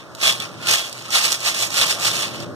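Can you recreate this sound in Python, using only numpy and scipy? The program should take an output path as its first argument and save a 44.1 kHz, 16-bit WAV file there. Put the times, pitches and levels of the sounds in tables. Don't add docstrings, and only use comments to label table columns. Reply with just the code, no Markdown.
import sys
import numpy as np
from scipy import signal
from scipy.fft import rfft, irfft, next_fast_len
from scipy.io import wavfile
from scipy.ndimage import map_coordinates

SR = 44100
rng = np.random.default_rng(int(sys.argv[2]) if len(sys.argv) > 2 else 0)


def generate_wav(signal):
    frames = np.transpose(np.atleast_2d(signal))
    scaled = np.clip(frames, -1, 1) * 32767
    pcm = np.round(scaled).astype(np.int16)
    wavfile.write(sys.argv[1], SR, pcm)


N = 112454


def chips(tap_db=-3.2, rustle_db=-5.2, clump_db=1, clumps_per_s=90, treble_hz=4700):
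    # f/Hz, relative level/dB
    chip_colour = [(40, -65), (150, -27), (420, -14), (590, -4.5), (900, -7.5), (1200, -0.5), (1500, -6.5),
                   (2000, -2), (2330, 3.5), (2750, 1.5), (3350, 0.5), (3900, -0.5), (4400, 1), (5500, -1.5),
                   (7800, -5.5), (10000, -10.5), (12000, -14.5), (15000, -18.5)]
    strength, treble = tossing()
    wobble = map_coordinates(rng.standard_normal(600), [np.arange(N) / SR * clumps_per_s])
    clumps = unit(amp(clump_db * wobble))
    taps = unit(coloured(chip_taps(strength), chip_colour)) * np.sqrt(np.mean(strength ** 2))
    rustle = strength * coloured(noise(), chip_colour)
    both = clumps * (amp(tap_db) * taps + amp(rustle_db) * rustle)
    highs = filtered(both, lambda hz: hz ** 4 / (hz ** 4 + treble_hz ** 4))
    return both + (treble - 1) * highs


def tossing(settle_db=-24, settle_s=.2):
    # (rise, fall and settle_s are the times for a change of 20 dB)
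    tosses = [(-.01, -37, .05, 0.014, 0.07, -8.5), (0.236, -15.5, 0.044, 0.063, 0.08, -0.5),
              (0.412, -26.5, 0.036, 0.03, 0.054, -5.5), (0.64, -30, 0.1, 0.048, 0.078, -7.5),
              (0.685, -16.5, 0.046, 0.06, 0.14, 0.5), (1.022, -35, 1, 0.029, 0.27, -2),
              (1.149, -13.5, 0.054, .016, 0.17, 0), (1.246, -16, 0.029, 0.0045, 0.077, 0.5),
              (1.323, -24.5, 0.13, 0.026, 0.053, 2.5), (1.466, -17, 0.081, 0.027, 0.029, 0.5),
              (1.55, -24.5, 0.12, 0.014, 0.058, -3.5), (1.618, -19, 0.16, 0.018, 0.073, 3.5),
              (1.773, -17, 0.084, 0.02, 0.1, 2.5), (1.822, -14, 0.075, 0.015, 0.032, -2.5),
              (1.891, -18.5, 0.079, 0.022, 0.075, 1), (2.056, -15.5, 0.097, 0.016, 0.073, 0.5),
              (2.147, -22.5, 0.11, 0.058, 0.1, 1), (2.225, -20.5, 0.017, 0.013, 0.072, -4),
              (2.349, -33.5, 0.62, 0.08, 0.067, -5)]
    t = np.arange(N) / SR
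    power, treble = np.full(N, 1e-9), np.zeros(N)
    for s, db, rise, hold, fall, treble_db in tosses:
        before, after = np.maximum(s - t, 0), np.maximum(t - s - hold, 0)
        dying = amp(-20 * after / fall) + amp(settle_db - 20 * after / settle_s)
        swell = amp(db - 20 * before / rise) * dying
        power += swell ** 2
        treble += swell ** 2 * treble_db
    return np.sqrt(power), amp(treble / power)


def chip_taps(strength, tries=7000, samples=220, tones=9, crowding=.45, tap_spread_db=4, tone_spread_db=2.5):
    chance = rng.random((tries, 2 + 3 * tones))
    scatter = np.minimum(rng.standard_normal((tries, tones + 1)), 2)
    at = (chance[:, 0] * N).astype(int)
    density = (strength[at] / strength.max()) ** crowding
    keep = chance[:, 1] < density
    sizes = unit(amp(tap_spread_db * scatter[:, :1] + tone_spread_db * scatter[:, 1:]))
    gain = (sizes * (strength[at] / np.sqrt(density))[:, None])[keep]
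    draws = chance[keep, 2:].reshape(-1, tones, 3)
    n, out = np.arange(samples), np.zeros((2, N))
    low_hz, high_hz = 450, 16000
    for k in range(tones):
        hz = low_hz * (high_hz / low_hz) ** ((k + draws[:, k, :1]) / tones)
        cycles = hz * n / SR
        decay_s = .0011 * (3000 / hz) ** .75
        fade = np.exp(-n / SR / decay_s) * (1 - n / samples) * (1 - np.exp(-2 * cycles))
        fade *= gain[:, k, None] * np.sqrt(hz) / np.linalg.norm(fade, axis=1, keepdims=True)
        for c in range(2):
            ring = fade * np.sin(2 * np.pi * (cycles + draws[:, k, c + 1, None]))
            out[c] += np.bincount((at[keep, None] + n).ravel(), ring.ravel(), N + samples)[:N]
    return out


def snaps(attack_s=.00025, crack_s=.018):
    # t/s, level/dB, f/Hz, time to fade by 60 dB/s, crack relative to the ring/dB
    breaks = [(.1496, -29, 4250, .018, 1), (.2195, -18, 4000, .008, -4), (.2612, -10, 4600, .008, -7),
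              (.2705, -6, 3300, .014, -12), (.2775, -9, 4900, .008, -6), (.2955, -8, 3350, .018, -11),
              (.4008, -15, 3450, .024, -5), (.6712, -3, 2700, .004, -11), (.7075, -10, 4400, .008, -2),
              (.7108, -8, 6200, .005, 0), (.7325, -12, 3400, .012, -8), (.7565, -8, 3300, .008, -5),
              (.8952, -25, 5300, .008, -2), (.9275, -26.5, 4700, .022, 4), (1.1049, -16, 5600, .012, -7),
              (1.1555, -6, 3600, .01, -7), (1.1678, -11, 5000, .005, -3), (1.2416, -12, 3500, .01, -6),
              (1.2525, -9, 5200, .006, -6), (1.2572, -9, 4400, .008, -6), (1.3197, -8, 5400, .012, -2),
              (1.3262, -9, 6000, .01, -3), (1.4045, -18, 4500, .008, -5), (1.4765, -10, 3900, .008, -7),
              (1.6245, -11, 7900, .01, -5), (1.7042, -19, 5500, .01, -6), (1.7419, -17, 5800, .012, -3),
              (1.8132, -5, 3500, .008, -5), (1.8268, -9, 3200, .014, -11), (1.909, -12, 4500, .006, -5),
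              (2.0185, -14, 5200, .008, -6), (2.1145, -11, 3600, .008, -7), (2.1548, -16, 5000, .005, -2),
              (2.2235, -11, 3400, .008, -7), (2.3575, -22, 3000, .014, -7), (2.4025, -21, 4500, .01, -7)]
    # multiple of its pitch, relative level/dB
    chip_tones = [(1, -1), (1.14, -9), (1.65, -19)]
    # f/Hz, relative level/dB
    crack_colour = [(60, -40), (500, -1), (1500, -5), (4000, 5.5), (9000, 0), (15000, -11.5)]
    t = np.arange(SR // 20) / SR
    rings, cracks = np.zeros((2, N + SR)), np.zeros(N + SR)
    for s, db, hz, ring_s, crack_db in breaks:
        i = round(s * SR)
        onset = amp(db) * (1 - np.exp(-t / attack_s))
        ring = sum(amp(level) * np.sin(2 * np.pi * (hz * ratio * t + rng.random((2, 1))))
                   for ratio, level in chip_tones)
        rings[:, i:i + len(t)] += onset * amp(-60 * t / ring_s) * ring
        cracks[i:i + len(t)] += onset * amp(crack_db - 60 * t / crack_s)
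    return rings[:, :N] + cracks[:N] * coloured(noise(), crack_colour)


def chatters(slips_per_s=670, ring_cycles=61):
    # t/s, length/s, f/Hz, level/dB
    slides = [(.225, .11, 3400, -20), (.275, 0.055, 2320, -43), (.38, 0.15, 1310, -40),
              (0.593, 0.11, 1400, -36), (0.699, 0.2, 3310, -29.5), (1.011, 0.12, 1280, -38.5),
              (1.145, 0.029, 740, -27), (1.783, 0.049, 550, -35), (1.98, 0.16, 7560, -35.5),
              (2.129, 0.086, 2640, -34), (2.316, 0.26, 577, -39.5)]
    t, out = np.arange(SR // 8) / SR, np.zeros((2, N + SR))
    for s, length, hz, db in slides:
        i, n = round(s * SR), int(length * SR)
        slips = (rng.random(SR) < slips_per_s / SR) * np.sign(rng.standard_normal((2, SR)))
        ring = amp(-60 * hz * t / ring_cycles) * np.sin(2 * np.pi * hz * t)
        rung = signal.fftconvolve(slips, ring[None], axes=1)[:, len(t):len(t) + n]
        swell = np.sin(np.pi * np.arange(n) / n)
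        out[:, i:i + n] += amp(db) * unit(rung) * swell
    return out[:, :N]


def pan(crisp, relative_db=-22.5):
    # f/Hz, relative level/dB, time to fade by 60 dB/s
    pan_tones = [(321, -4.5, 0.26), (587, 3, 0.19), (780, -7, 0.45), (1225, -7.5, 0.21), (1299, 3, 0.54),
                 (3200, 4, 0.26), (3310, 14, 0.25), (5850, -4, .2)]
    t = np.arange(SR // 2) / SR
    ring = sum(amp(db - 60 * t / ring_s) * np.sin(2 * np.pi * hz * t) for hz, db, ring_s in pan_tones)
    rung = signal.fftconvolve(np.abs(crisp) * noise(), ring[None], axes=1)[:, :N]
    return amp(relative_db) * crisp.std() * unit(rung)


def kitchen_echo(crisp, relative_db=-9, fade_s=.042, delay_s=.004):
    t = np.arange(SR // 3) / SR
    tail = rng.standard_normal((2, len(t))) * amp(-60 * t / fade_s) * (t > delay_s)
    tail /= np.linalg.norm(tail[0])
    return amp(relative_db) * signal.fftconvolve(crisp, tail, axes=1)[:, :N]


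def background(rumble_db=-3, hum_db=-4, rush_db=-.5):
    # t/s, rumble and hum level/dB, rush level/dB
    levels = [(0.0, -46.5, -43), (0.29, -40, -38.5), (0.72, -38, -42.5), (0.76, -48.5, -37.5),
              (1.059, -41.5, -44), (1.4, -45, -42), (1.51, -41.5, -40), (2.03, -38.5, -33.5),
              (2.5, -33, -39.5)]
    # f/Hz, relative level/dB
    rumble_colour = [(25, -69), (55, -95), (75, -19), (92, -18), (122, 4), (145, -4.5), (165, 0.5),
                     (250, -1), (400, -3), (600, -11.5), (1500, -60)]
    rush_colour = [(200, -20), (420, -4.5), (590, 1.5), (850, -3.5), (1280, -1), (1650, -7.5),
                   (2500, -20.5), (5000, -18.5), (15000, -38)]
    s, *curves = np.transpose(levels)
    bass, middle = [amp(np.interp(np.arange(N) / SR, s, db)) for db in curves]
    rumble = amp(rumble_db) * coloured(noise(), rumble_colour)
    rush = amp(rush_db) * coloured(noise(), rush_colour)
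    return bass * (rumble + amp(hum_db) * hum()) + middle * rush


def hum(waver_hz=6, waver_db=4, wavers_per_s=22):
    # f/Hz, relative level/dB
    hum_tones = [(90, -8), (116, 3.5), (160, -1), (333, 1.5), (597, 1), (1100, -4)]
    steps, out = np.arange(N) / SR * wavers_per_s, np.zeros((2, N))

    def waver():
        return np.array([map_coordinates(points, [steps]) for points in rng.standard_normal((2, 200))])
    for hz, db in hum_tones:
        gain = amp(db + waver_db * waver())
        pitch = hz + waver_hz * waver()
        out += gain * np.sin(2 * np.pi * np.cumsum(pitch, axis=1) / SR)
    return unit(out)


def microphone(pair):
    # f/Hz, likeness from 0 to 1, phase by which the left leads/rad
    ports = [(100, .4, .3), (400, .55, .45), (1150, .98, 0), (1450, .75, -.3), (1700, .3, -1.3),
             (1980, .82, -2.75), (2150, .997, -3.09), (2300, 1, -3.14), (2440, .997, -3.19),
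             (2600, .8, -3.6), (2900, .3, -4.3), (3200, .78, -5.7), (3550, .92, -6.2), (4050, .3, -7.4),
             (4350, .65, -9), (4750, .8, -9.2), (5300, .45, -11.7), (6150, .4, -12.4), (7100, .5, -15),
             (9300, .36, -20.6), (14000, .2, -30)]
    # f/Hz, left minus right level/dB
    balance = [(150, 1.5), (550, -1), (1500, -0.2), (3000, 0.5), (4500, -3), (6500, -3.5), (9500, -5.5),
               (14000, -4)]
    f, alike, lead = np.transpose(ports)

    def response(hz, sign):
        turn = np.arccos(np.clip(np.interp(hz, f, alike), 0, 1)) / 2
        side = amp(sign * along(balance, hz) / 2) * np.exp(sign * 1j * np.interp(hz, f, lead) / 2)
        return side * np.array([np.cos(turn), sign * np.sin(turn)])
    return np.array([filtered(pair, lambda hz: response(hz, sign)).sum(axis=0) for sign in (1, -1)])


def amp(db):
    return 10 ** (np.asarray(db) / 20)


def unit(x):
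    return x / np.sqrt(np.mean(x ** 2) + 1e-20)


def along(points, hz):
    f, v = np.transpose(points)
    return np.interp(np.log(hz + 1), np.log(f + 1), v)


def filtered(x, response):
    m = next_fast_len(N + SR // 4)
    return irfft(rfft(x, m) * response(np.fft.rfftfreq(m, 1 / SR)), m)[..., :N]


def coloured(x, colour):
    return filtered(x, lambda hz: unit(amp(along(colour, hz))))


def noise():
    return rng.standard_normal((2, N))


def scene():
    crisp = chips() + snaps() + chatters()
    return microphone(crisp + pan(crisp) + kitchen_echo(crisp) + background())


def record(dry):
    low_hz, top_hz = 57, 15400
    clipped = np.clip(dry, -1, 1)
    return filtered(clipped, lambda hz: (hz < top_hz) * hz ** 2 / np.hypot(hz ** 2, low_hz ** 2))


dry = scene()
out = record(dry)
generate_wav(out)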